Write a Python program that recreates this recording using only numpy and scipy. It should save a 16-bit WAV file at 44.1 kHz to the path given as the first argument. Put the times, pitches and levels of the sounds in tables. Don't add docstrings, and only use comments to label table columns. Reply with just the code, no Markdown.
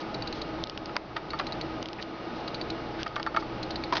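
import sys
import numpy as np
from scipy import signal
from scipy.fft import rfft, irfft
from scipy.io import wavfile

SR = 44100
rng = np.random.default_rng(int(sys.argv[2]) if len(sys.argv) > 2 else 0)


def wav_record(signal):
    frames = np.transpose(np.atleast_2d(signal))
    bounded = np.clip(frames, -1, 1)
    quanta = np.round(bounded * 32767).astype(np.int16)
    wavfile.write(sys.argv[1], SR, quanta)


N = 176400
IMPACT_TIME = np.arange(6000) / SR

# (time [s], relative level [dB], rebound delay [s], rebound re drop [dB])
PAWL_DROPS = [(0.1441, -4.5, .0033, -4.5), (0.222, -5.5, 0.0029, -1), (.2730, -6.5, .0033, 0),
              (0.3264, -3.5, .0035, -12), (0.4168, -3.5, 0.0028, -2), (1.3043, -3.5, 0.0031, -2),
              (1.3890, -3.5, .0030, -1.5), (1.4682, -3, 0.003, -7), (1.523, -4.5, 0.0044, -5),
              (1.612, -2.5, .0035, -6), (2.4780, -3.5, .0034, -4), (2.5447, -4, 0.0035, -2.5),
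              (2.6132, -2.5, 0.0029, -6), (2.7013, -4.5, 0.003, 0), (3.6291, -6, 0.0032, 1.5),
              (3.7066, -4, .0035, 0.5), (3.7577, -2, .0030, -2.5), (3.8375, -2, 0.0047, -8.5)]
# (frequency [Hz], relative level [dB], t60 [s])
STEEL_MODES = [(1230, -15.5, .09), (2250, -16, 0.065), (2740, -20.5, .05), (3875, 2, 0.026),
               (4020, -1.5, 0.037), (4300, -2, 0.05), (4504, 0.5, 0.038), (4760, -5.5, 0.035),
               (5280, -15.5, .04)]
# (frequency [Hz], relative level [dB])
PAWL_SPECTRUM = [(300, -21), (1200, -12), (2400, -6), (3400, -7), (4200, 3.5), (4900, -7), (5600, -11.5),
                 (7000, -4.5), (12000, -34.5)]


def pawl(crack_db=-9, ring_db=-34.5):
    out, click = np.zeros(N), pulse(PAWL_SPECTRUM)
    for time, db, delay, rebound_db in PAWL_DROPS:
        for onset, gain in ((time, amp(db)), (time + delay, amp(db + rebound_db))):
            crack = contact(click, scatter_db=7, t60=.012, tail_db=-4, tail_t60=.06)
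            steel = ring(STEEL_MODES, rise_s=.00014)
            add(out, onset, gain * (amp(crack_db) * crack + amp(ring_db) * steel))
    return out


# (time [s], relative level [dB])
LEVER_TICKS = [(0.639, 2.5), (0.672, -2.5), (0.6974, 2), (0.7763, 2), (0.8582, 0), (1.8277, 1), (1.858, 2),
               (1.8869, -1), (1.9315, 0), (2.0263, 1.5), (3.0317, 2), (3.0788, -6.5), (3.1587, 1.5),
               (3.2293, 2)]
# (frequency [Hz], relative level [dB])
TICK_SPECTRUM = [(300, -16), (1200, -7), (2400, -5), (3100, 3.5), (4000, 0.5), (4800, 1.5), (5700, -3),
                 (7000, -8), (10000, 1.5), (18000, -5.5)]


def ticks(level_db=-5.5):
    out, click = np.zeros(N), pulse(TICK_SPECTRUM)
    for time, db in LEVER_TICKS:
        tick = contact(click, scatter_db=1.5, t60=.007, tail_db=-8, tail_t60=.04)
        add(out, time, amp(level_db + db) * tick)
    return out


# (time [s], relative level [dB], pitch [ratio], crack boost [dB])
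FRAME_BLOWS = [(.894, -13, 1.1, 5), (.956, -5, .9, -1.5), (1.1628, -8, 1.03, 3), (1.1662, 2, 1.04, 3.5),
               (1.177, -13, 1.1, -2), (1.3338, -3, 1, 0.5), (1.3405, -4, 1, -27), (1.3485, -10, 1, -7),
               (1.3965, 2, 0.914, 1.5), (1.4002, -6, 0.85, 9.5), (1.409, -5.5, 1.1, 0),
               (3.0628, 0, 1.03, -6), (3.0668, -5.5, 1.04, 6), (3.1635, 0.5, .98, 8), (3.1677, -2, .98, -4),
               (3.178, -3, 1, -19), (3.198, -1.5, 1, 2), (3.2646, 0, 1, 7), (3.2712, 0, .99, 0),
               (3.3452, -1.5, 1.02, -3), (3.3640, -7, 1, 16.5), (3.3692, 9, 1, -6), (3.425, -7.5, 1, 0)]
# (frequency [Hz], relative level [dB], t60 [s])
FRAME_MODES = [(523, -21, 0.035), (650, -9.5, 0.08), (880, -6.5, 0.08), (1154, -2.5, 0.027),
               (1227, 4, 0.033), (1343, -6, 0.064), (1420, -19, 0.016), (1530, -23, 0.02),
               (1818, -7, 0.038), (2210, -17, 0.09), (4480, -17, 0.055)]
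# (frequency [Hz], relative level [dB])
KNOCK_SPECTRUM = [(200, -15.5), (700, -13), (1400, 5.5), (2200, -8.5), (3300, -10), (4400, -12.5),
                  (5500, -17.5), (7000, -20.5), (12000, -36)]


def knocks(ring_db=-24.5, crack_db=-8):
    out, click = np.zeros(N), pulse(KNOCK_SPECTRUM)
    for time, db, pitch, boost_db in FRAME_BLOWS:
        add(out, time, amp(ring_db + db) * ring(FRAME_MODES, rise_s=.00027, pitch=pitch))
        crack = contact(click, scatter_db=14, t60=.024, tail_db=4, tail_t60=.1)
        add(out, time, amp(crack_db + db + boost_db) * crack)
    return out


# (frequency [Hz], relative level [dB])
SNAP_SPECTRUM = [(100, -11), (350, 0), (650, 3.5), (1000, 1.5), (1500, 10.5), (2300, 7), (3300, -9.5),
                 (4700, -3), (6000, -6), (7500, -16), (10000, -2), (18000, -8.5)]
# (frequency [Hz], relative level [dB], t60 [s])
THUD_MODES = [(320, -9.5, 0.017), (630, -15.5, 0.012), (1000, 8.5, 0.028), (2150, -5, 0.025)]


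def snap(time_s=.9661, crack_db=4.5, thud_db=-26):
    out = np.zeros(N)
    crack = contact(pulse(SNAP_SPECTRUM), scatter_db=5, t60=.013, tail_db=-12, tail_t60=.1)
    thud = ring(THUD_MODES, rise_s=.0006)
    add(out, time_s, amp(crack_db) * crack + amp(thud_db) * thud)
    return out


# (time [s], ring level [dB], crack level [dB])
LEVER_BOUNCES = [(3.9252, -24.5, -5.5), (3.9280, -25.5, -17), (3.9323, -46, -7), (3.9358, -24.5, -7),
                 (3.9527, -53, -9), (3.9555, -36, -7), (3.9604, -46, -11), (3.965, -38, -11),
                 (3.9688, -36, -1.5), (3.9735, -31, -8), (3.9785, -46, -15), (3.981, -40, -10)]
# (frequency [Hz], relative level [dB], t60 [s])
LEVER_MODES = [(324, -5.5, .07), (678, -7, .07), (907, -9, 0.11), (977, 5.5, 0.046), (1140, -10, .05),
               (1670, -16, 0.038), (2280, -24, .04)]
# (frequency [Hz], relative level [dB])
BOUNCE_SPECTRUM = [(200, -19), (900, 2), (1700, 4.5), (2600, -2.5), (3500, -0.5), (5000, -2), (6000, -6),
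                   (7000, -12), (12000, -30)]


def clatter():
    out, click = np.zeros(N), pulse(BOUNCE_SPECTRUM)
    for time, ring_db, crack_db in LEVER_BOUNCES:
        crack = contact(click, scatter_db=8, t60=.016, tail_db=2, tail_t60=.08)
        add(out, time, amp(ring_db) * ring(LEVER_MODES, rise_s=.0004) + amp(crack_db) * crack)
    return out


# (start [s], duration [s], level [dB], centre frequency [Hz])
CAM_SLIDES = [(0, 0.027, -45.5, 3800), (0.336, 0.074, -50.5, 4060), (1.982, 0.029, -39.5, 1920),
              (2.008, 0.032, -43, 3800), (2.347, 0.076, -52.5, 4200), (2.974, .06, -43.5, 1750),
              (2.984, 0.049, -47, 3800), (3.393, 0.025, -46, 4400)]


def slides(grain_db=3, width_octaves=.56):
    out, hz = np.zeros(N), np.fft.rfftfreq(N, 1 / SR)
    for start, duration, db, centre in CAM_SLIDES:
        grains = rng.standard_normal(N) * amp(grain_db * rng.standard_normal(N))
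        band = np.exp(-.5 * (np.log2((hz + 1) / centre) / width_octaves) ** 2)
        rub = irfft(rfft(grains) * band, N)[:int(duration * SR)]
        add(out, start, amp(db) * unit_rms(rub) * signal.windows.tukey(len(rub), .5))
    return out


# (frequency [Hz], relative spectral density [dB])
WHIRR_SPECTRUM = [(20, -8.5), (33, -15.5), (45, -13), (62, 2), (82, -10), (120, 0.5), (180, 0), (260, 1.5),
                  (400, 0.5), (550, -1), (850, -2), (1000, -6.5), (1350, -8.5), (1650, -12), (2500, -15.5),
                  (3600, -18.5), (4700, -21.5), (5500, -23), (7000, -31.5), (12000, -43.5)]
# (frequency [Hz], width [Hz], level [dB])
WHIRR_RESONANCES = [(326.7, 29.4, -43), (650, 49, -53.5), (837, 36, -51.5), (1253, 38, -51),
                    (1463, 21, -60), (2250, 40, -65), (2834, 6.7, -63), (3710, 83, -67.5),
                    (4130, 84, -67.5), (4410, 40, -70.5)]
# (frequency [Hz], level [dB])
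HUM_TONES = [(33, -54.5), (60.5, -56.5), (120, -51)]
# (time [s], gain [dB])
BASS_GAIN = [(0, -8), (.2, 4.5), (.62, 2.5), (.75, 1.5), (1.05, 0), (1.4, 2), (1.78, 2), (1.95, -1),
             (2.25, -4.5), (2.4, -2), (2.8, 0.5), (3.1, 3), (3.45, 4), (4, 1.5)]


def whirr(level_db=-38, waver_hz=3.0, waver_cycles=.094, bass_edge_hz=120):
    hz, t = np.fft.rfftfreq(N, 1 / SR), np.arange(N) / SR
    out = amp(level_db) * noise(amp(spectrum_db(WHIRR_SPECTRUM, hz)))
    for centre, width, db in WHIRR_RESONANCES:
        out += amp(db) * noise(1 / (1 + ((hz - centre) / width) ** 2) ** 2.3)
    for hum_hz, db in HUM_TONES:
        cycles = hum_hz * t + rng.random()
        waver = waver_cycles * noise(np.exp(-(hz / waver_hz) ** 2))
        out += amp(db) * np.sin(2 * np.pi * (cycles + waver))
    bass = irfft(rfft(out) / (1 + (hz / bass_edge_hz) ** 6), N)
    bass_gain = amp(np.interp(t, *np.transpose(BASS_GAIN)))
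    return out - bass + bass * bass_gain


def contact(click, scatter_db, t60, tail_db, tail_t60):
    response = signal.unit_impulse(len(IMPACT_TIME))
    for db, decay_s in ((scatter_db, t60), (tail_db, tail_t60)):
        grains = rng.standard_normal(len(IMPACT_TIME)) * decay(decay_s)
        response += amp(db) * grains / np.linalg.norm(grains)
    sound = signal.fftconvolve(response, click)[:len(IMPACT_TIME)]
    return sound / np.linalg.norm(sound)


def ring(modes, rise_s, pitch=1, spread_db=1.8):
    shares = amp(spread_db * rng.standard_normal(len(modes)))
    sound = np.zeros(len(IMPACT_TIME))
    for k, (hz, db, t60) in enumerate(modes):
        tone = np.sin(2 * np.pi * hz * pitch * IMPACT_TIME)
        sound += (-1) ** k * shares[k] * amp(db) * decay(t60) * tone
    return sound * (1 - np.exp(-IMPACT_TIME / rise_s))


def pulse(spectrum, size=2048):
    log_gain = np.log(amp(spectrum_db(spectrum, abs(np.fft.fftfreq(size, 1 / SR)))))
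    response = np.exp(np.conj(signal.hilbert(log_gain)))
    click = np.fft.ifft(response).real[:size // 2]
    return click / np.linalg.norm(click)


def decay(t60):
    return np.exp(-np.log(1000) * IMPACT_TIME / t60)


def noise(gain):
    return unit_rms(irfft(rfft(rng.standard_normal(N)) * gain, N))


def spectrum_db(points, hz):
    frequencies, levels = np.transpose(points)
    return np.interp(np.log(hz + 1), np.log(frequencies + 1), levels)


def amp(db):
    return 10 ** (np.asarray(db) / 20)


def unit_rms(x):
    return x / np.sqrt(np.mean(x ** 2) + 1e-20)


def add(mix, time_s, sound):
    part = mix[round(time_s * SR):][:len(sound)]
    part += sound[:len(part)]


def scene():
    return (whirr() + pawl() + ticks() + knocks() + snap() + clatter() + slides())[None]


# (frequency [Hz], gain [dB])
MIC_RESPONSE = [(20, 0), (5000, 0.5), (5900, -6), (6400, -11), (6800, -23.5), (7200, -35.5)]


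def record(dry, threshold_db=-25, slope=.64, attack_s=.0012, recovery_db_per_s=13.5, cutoff_hz=7106):
    x, window = dry[0], np.hanning(64)
    treble = np.diff(x, prepend=0)
    power = signal.lfilter(window / window.sum(), 1, treble ** 2)
    demand_db = slope * np.maximum(10 * np.log10(power + 1e-12) - threshold_db, 0)
    recovery_db = np.arange(N) / SR * recovery_db_per_s
    held_db = np.maximum.accumulate(demand_db + recovery_db) - recovery_db
    pole = np.exp(-1 / (attack_s * SR))
    duck_db = signal.lfilter([1 - pole], [1, -pole], held_db)
    mic_gain = amp(spectrum_db(MIC_RESPONSE, np.fft.rfftfreq(2 * N, 1 / SR)))
    dulled = irfft(rfft(x / amp(duck_db), 2 * N) * mic_gain)[:N]
    lowpass = signal.firwin(511, cutoff_hz, window=("kaiser", 9), fs=SR)
    return signal.oaconvolve(dulled, lowpass, "same")[None]


dry = scene()
out = record(dry)
wav_record(out)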